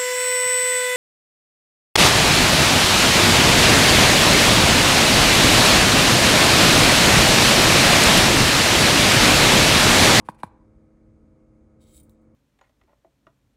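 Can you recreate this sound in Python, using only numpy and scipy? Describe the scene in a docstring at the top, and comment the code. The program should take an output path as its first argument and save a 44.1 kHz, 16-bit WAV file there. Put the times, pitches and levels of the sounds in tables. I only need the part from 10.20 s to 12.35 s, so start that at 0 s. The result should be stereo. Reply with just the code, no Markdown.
"""A wooden spoon heaped with soft powder is tapped twice on a plastic mixing bowl, close up. Each tap
is a crack and a dull knock of damped modes, and the powder shifts and spills in a rustle of tiny impacts.
The spoonful then slides into a glass jug, a grainy hiss coloured by the jug's resonances, and the last
crumbs ring the glass faintly. Underneath, an appliance hums in the small kitchen."""
import sys
import numpy as np
from scipy import signal
from scipy.fft import rfft, irfft, next_fast_len
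from scipy.io import wavfile
from scipy.ndimage import map_coordinates

SR = 44100
rng = np.random.default_rng(int(sys.argv[2]) if len(sys.argv) > 2 else 0)


def pcm_store(signal):
    """Save signal as 16-bit PCM."""
    levels = np.round(np.clip(np.atleast_2d(signal), -1, 1) * 32767)
    wavfile.write(sys.argv[1], SR, levels.astype(np.int16).T)


N = 94815
T = np.arange(N) / SR
SIZE = next_fast_len(N + SR // 2)
HZ = np.fft.rfftfreq(SIZE, 1 / SR)

# stereo width of the close sounds (frequency [Hz], side minus mid [dB])
CLOSE_WIDTH = [(1000, -3), (3000, -20.5), (5000, -13), (7500, -3), (14000, -5.5)]
# tone of powder landing on glass (frequency [Hz], level [dB])
POWDER_ON_GLASS = [(800, -53), (2200, -18), (2900, -17), (3700, -13), (5800, -12.5), (7700, -0.5),
                   (9600, -2), (11500, -10), (13000, -7), (15300, -4)]


def amp(db):
    """Decibels to gain."""
    return 10 ** (np.asarray(db) / 20)


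def unit(x):
    """Scale to rms 1."""
    return x / np.sqrt(np.mean(x ** 2) + 1e-20)


def along(points, hz=HZ):
    """Read a curve of (Hz, value) points on a log frequency axis."""
    freqs, values = np.transpose(points)
    return np.interp(np.log(hz + 1), np.log(freqs + 1), values)


def filtered(x, gain):
    """Apply a frequency response."""
    return irfft(rfft(x, SIZE) * gain, SIZE)[..., :N]


def fade(t, t60):
    """Hold at 1 until t = 0, then fall 60 dB every t60 seconds."""
    return 1000 ** (-np.maximum(t, 0) / t60)


def puff(peak_s, rise, fall):
    """A swell that climbs its last 20 dB in rise seconds, then drops 20 dB every fall seconds."""
    return 10 ** -np.where(T < peak_s, ((peak_s - T) / rise) ** 2, (T - peak_s) / fall)


def wobble(rate):
    """A smooth random curve with rate knots a second."""
    return map_coordinates(rng.standard_normal(int(N * rate / SR) + 4), [T * rate])


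def noise():
    """Two independent white noises."""
    return rng.standard_normal((2, N))


def stereo(pair, gain, width=CLOSE_WIDTH):
    """Colour two signals and spread them as mid and side, at rms 1."""
    mid, side = filtered(pair, gain * np.array([np.ones_like(HZ), amp(along(width))]))
    return unit(np.array([mid + side, mid - side]))


def grains(per_s=2000, spread_db=4.5, dust_share=0.26):
    """Powder texture: dense tiny impacts of uneven size over a smooth hiss of dust."""
    hits = (rng.random((2, N)) < per_s / SR) * np.sign(noise())
    hits *= amp(spread_db * noise())
    return np.sqrt(1 - dust_share) * unit(hits) + np.sqrt(dust_share) * noise()


def kitchen_air(level_db=-57, swell_db=2, rumble_hz=140):
    """Room tone: a low rush of air whose rumble gently swells."""
    # tone of the air (frequency [Hz], relative level [dB])
    colour = [(18, -37.5), (30, -2.5), (90, 0.5), (135, -4.5), (185, -11.5), (300, -8.5), (380, -15),
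              (500, -15), (640, -23), (1000, -28.5), (1300, -30), (1900, -38.5), (2230, -34), (2550, -44),
              (3100, -49), (5500, -50), (6600, -48.5), (9000, -53), (12500, -62.5), (15000, -78)]
    # its stereo width (frequency [Hz], side minus mid [dB])
    width = [(30, -37.5), (90, -23.5), (180, -13.5), (350, -8.5), (700, 4), (1500, -8), (4000, -3.5),
             (10000, 0)]
    air = amp(level_db) * stereo(noise(), amp(along(colour)), width)
    rumble = filtered(air, HZ < rumble_hz)
    return air + (amp(swell_db * wobble(8)) - 1) * rumble


def appliance(drift_hz=1.446, waver_db=1):
    """An appliance hums and whines, each partial slightly unsteady in pitch and level."""
    # low hum partials (frequency [Hz], rms level [dB])
    hum = [(97, -69), (158, -73), (219.8, -63), (276, -76.5), (317, -65), (438, -76.5), (518, -69.5),
           (631, -77.5), (1106, -89), (1264, -85.5)]
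    # faint high whines (frequency [Hz], rms level [dB])
    whine = [(4850, -106), (6480, -101), (6740, -103), (8290, -102), (9490, -103)]
    out = np.zeros(N)
    for hz, db in hum + whine:
        cycles = np.cumsum(hz + drift_hz * wobble(9.76)) / SR + rng.random()
        out += np.sqrt(2) * amp(db + waver_db * wobble(6.73)) * np.sin(2 * np.pi * cycles)
    return out


def room_tail(level_db=-58, centre_hz=950, width_hz=390, t60=0.58):
    """A faint band of noise, the room's tail of an earlier tap, dies away at the start."""
    band = 1 / (1 + (2 * (HZ - centre_hz) / width_hz) ** 2)
    return amp(level_db) * fade(T, t60) * stereo(noise(), band)


def powder_shifts():
    """The powder rustles as the spoon swings and jumps when it lands."""
    # rustles in the spoon and bowl (peak time [s], level [dB], rise [s], fall [s])
    shifts = [(.002, -73.5, 0.0088, 0.06), (.061, -62.5, 0.018, .04), (0.073, -59.5, 0.022, 0.012),
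              (.089, -43.5, 0.0032, 0.012), (0.101, -52.5, .006, 0.0066), (.122, -70, 0.0097, .028),
              (.149, -64.5, 0.0097, 0.012), (.192, -66, .016, .03), (0.207, -62, 0.028, 0.027),
              (0.239, -48.5, 0.0082, 0.014), (0.268, -65.5, 0.023, 0.021)]
    # tone of the rustle (frequency [Hz], level [dB])
    colour = [(400, -2), (1500, -1.5), (2400, 1), (4000, -8), (6000, -13), (8000, -9), (10500, -6),
              (13000, -20), (15000, -21.5)]
    power = sum((amp(db) * puff(s, rise, fall)) ** 2 for s, db, rise, fall in shifts)
    return np.sqrt(power) * stereo(grains(), amp(along(colour)))


def spoon_taps(crack_t60=0.023):
    """Wood on plastic: a crack at contact, then the damped modes swell, the low ones generally later."""
    # spoon strikes (time [s], knock level [dB], crack level [dB])
    taps = [(0.0865, -15.5, -60.5), (.2328, -14.5, -39)]
    # spoon and bowl modes (frequency [Hz], relative level [dB], rise [s], t60 [s])
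    modes = [(174.5, -11.5, 0.0092, .022), (310.2, -18.5, 0.0026, 0.049), (595, -9, 0.00405, 0.0077),
             (888.7, -6.5, 0.00535, 0.009), (972.7, -0.5, 0.0017, .02), (1087, -27, 0.01, 0.039),
             (1567, -12.5, 0.0013, 0.012), (1953, -26.5, 0.0011, 0.017), (2317, -38.5, 0.00025, 0.037),
             (2350, -25.5, 0.00021, 0.0076), (3630, -31, 0.00046, 0.015), (4200, -33.5, 0.00011, .007)]
    # panning of the modes (frequency [Hz], left minus right [dB])
    pan = [(200, 0.8), (400, 3), (750, 4.5), (1300, 0), (2400, 3)]
    # tone of the crack (frequency [Hz], level [dB])
    crack_colour = [(500, -25), (1700, 3.5), (2600, 2), (3000, -22), (3500, 6.5), (4300, -5), (5000, -35),
                    (6500, -26), (9000, -1), (15000, -24)]
    out = np.zeros((2, N))
    crack = stereo(noise(), amp(along(crack_colour)))
    for s, knock_db, crack_db in taps:
        age = np.maximum(T - s, 0)
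        for hz, mode_db, rise, t60 in modes:
            attack = 1 - np.exp(-(age / rise) ** 3)
            ring = np.sin(2 * np.pi * hz * age) * attack * fade(age - rise, t60)
            pan_db = along(pan, hz) * np.array([.5, -.5])
            out += np.outer(amp(knock_db + mode_db + pan_db), ring)
        out += amp(crack_db) * (T > s) * fade(age, crack_t60) * crack
    return out


def granule_ticks(t60=0.012):
    """Single hard granules land with short, bright ticks."""
    # landings (time [s], level [dB])
    ticks = [(.117, -62), (1.7445, -59), (1.7785, -47.5), (1.8955, -54)]
    # tone of a tick (frequency [Hz], level [dB])
    colour = [(1000, -25), (2800, -17), (3800, 4), (5000, -6.5), (8000, -3), (11000, -1), (15000, -3.5)]
    envelope = sum(amp(db) * (T > s) * fade(T - s, t60) for s, db in ticks)
    return envelope * stereo(noise(), amp(along(colour)))


def powder_pour(split_hz=5700, low_hold=0.76):
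    """The stream hisses into the resonant jug, louder and brighter as the flow grows."""
    # envelope of the flow (time [s], level [dB])
    flow = [(1.585, -105), (1.612, -71), (1.63, -66), (1.654, -73), (1.686, -66), (1.712, -64.5),
            (1.75, -56), (1.772, -52), (1.79, -61), (1.82, -82), (1.87, -97), (1.95, -90), (2.1, -110)]
    # the jug's peaks and notches (frequency [Hz], width [Hz], gain [dB])
    resonances = [(2190, 260, 11), (3180, 140, 8), (3793, 150, 13.5), (4490, 150, 2), (7820, 340, 10),
                  (8400, 160, -12.5), (9520, 130, 13.5), (10600, 90, 15), (13800, 90, -7), (14700, 80, 8)]
    flow_db = np.interp(T, *np.transpose(flow))
    jug_db = sum(db / (1 + (2 * (HZ - hz) / width) ** 2) for hz, width, db in resonances)
    hiss = stereo(grains(), amp(along(POWDER_ON_GLASS) + jug_db))
    low = filtered(hiss, 1 / (1 + (HZ / split_hz) ** 8))
    # over the flow's top 20 dB, the low band moves much less than the treble
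    low_lift_db = low_hold * np.minimum(flow_db.max() - flow_db, 20)
    return amp(flow_db) * (hiss - low + amp(low_lift_db) * low)


def last_crumbs():
    """Late crumbs land in small bursts and set the glass faintly ringing."""
    # bursts (peak time [s], level [dB], rise [s], fall [s], ring level [dB])
    crumbs = [(1.803, -59.5, 0.0092, 0.014, -53.5), (1.833, -68, 0.0049, 0.072, -59),
              (1.908, -68.5, 0.019, 0.04, -91), (2.02, -83.5, 0.017, 0.073, -95)]
    # glass modes (frequency [Hz], relative level [dB], t60 [s])
    modes = [(7680, -22, .1), (9128, 0, .06), (9550, -16, .06), (9950, -18, .06), (12350, -13, .06),
             (13300, -15, .1), (14150, -15, .09), (14950, -7, .06), (15050, -10, .06)]
    patter = stereo(grains(), amp(along(POWDER_ON_GLASS)))
    out = patter * sum(amp(db) * puff(s, rise, fall) for s, db, rise, fall, _ in crumbs)
    for s, _, rise, _, ring_db in crumbs:
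        attack = puff(s, rise, fall=np.inf)
        for hz, db, t60 in modes:
            phase = rng.uniform(0, 2 * np.pi) + .5 * wobble(250)  # jitter roughens the ring
            out += amp(ring_db + db) * attack * fade(T - s, t60) * np.sin(2 * np.pi * hz * T + phase)
    return out


def vessel_walls(x, level_db=-8.5, span_s=.012, count=12):
    """Quick reflections inside the bowl and jug comb the hiss."""
    echoes = np.zeros(SR // 10)
    delays = (rng.uniform(.05, 1, count) * span_s * SR).astype(int)
    echoes[delays] = rng.standard_normal(count)
    return x + amp(level_db) * filtered(x, rfft(echoes / np.linalg.norm(echoes), SIZE))


def kitchen_reverb(x, onset_s=0.0034, side_db=-6):
    """The small kitchen's diffuse tail, dying fastest in the treble."""
    # decay of the room (frequency [Hz], t60 [s])
    decay = [(150, 0.43), (1000, 0.67), (2500, 0.6), (5000, 0.39), (12000, 0.088)]
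    hz, t, bands = signal.stft(rng.standard_normal((2, SR // 2)), SR, nperseg=256)
    envelope = fade(t, along(decay, hz)[:, None]) * (1 - np.exp(-(t / onset_s) ** 2))
    _, tail = signal.istft(bands * envelope, SR, nperseg=256)
    tail /= np.linalg.norm(tail[0])
    mid, side = signal.fftconvolve(x.mean(axis=0)[None], tail, axes=1)[:, :N]
    return mid + amp(side_db) * np.array([side, -side])


def scene(tap_send_db=-26, powder_send_db=-20):
    """Taps and powder up close, with a little reverb, over the kitchen's air and hum."""
    # stereo phase offset of the close sounds (frequency [Hz], left lead [rad])
    left_lead = [(2500, 0), (5000, -.1), (7000, -1.1), (11000, -1.3), (15000, -1.5)]
    knocks = spoon_taps()
    powder = vessel_walls(powder_shifts() + powder_pour()) + last_crumbs() + granule_ticks()
    close = filtered(knocks + powder, np.exp(1j * np.outer([.5, -.5], along(left_lead))))
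    reverb = kitchen_reverb(amp(tap_send_db) * knocks + amp(powder_send_db) * powder)
    return close + reverb + room_tail() + kitchen_air() + appliance()


def record(dry):
    """A brick-wall low-pass trims the very top of the mix."""
    top_hz = 15850
    return filtered(dry, HZ < top_hz)


dry = scene()
out = record(dry)
pcm_store(out)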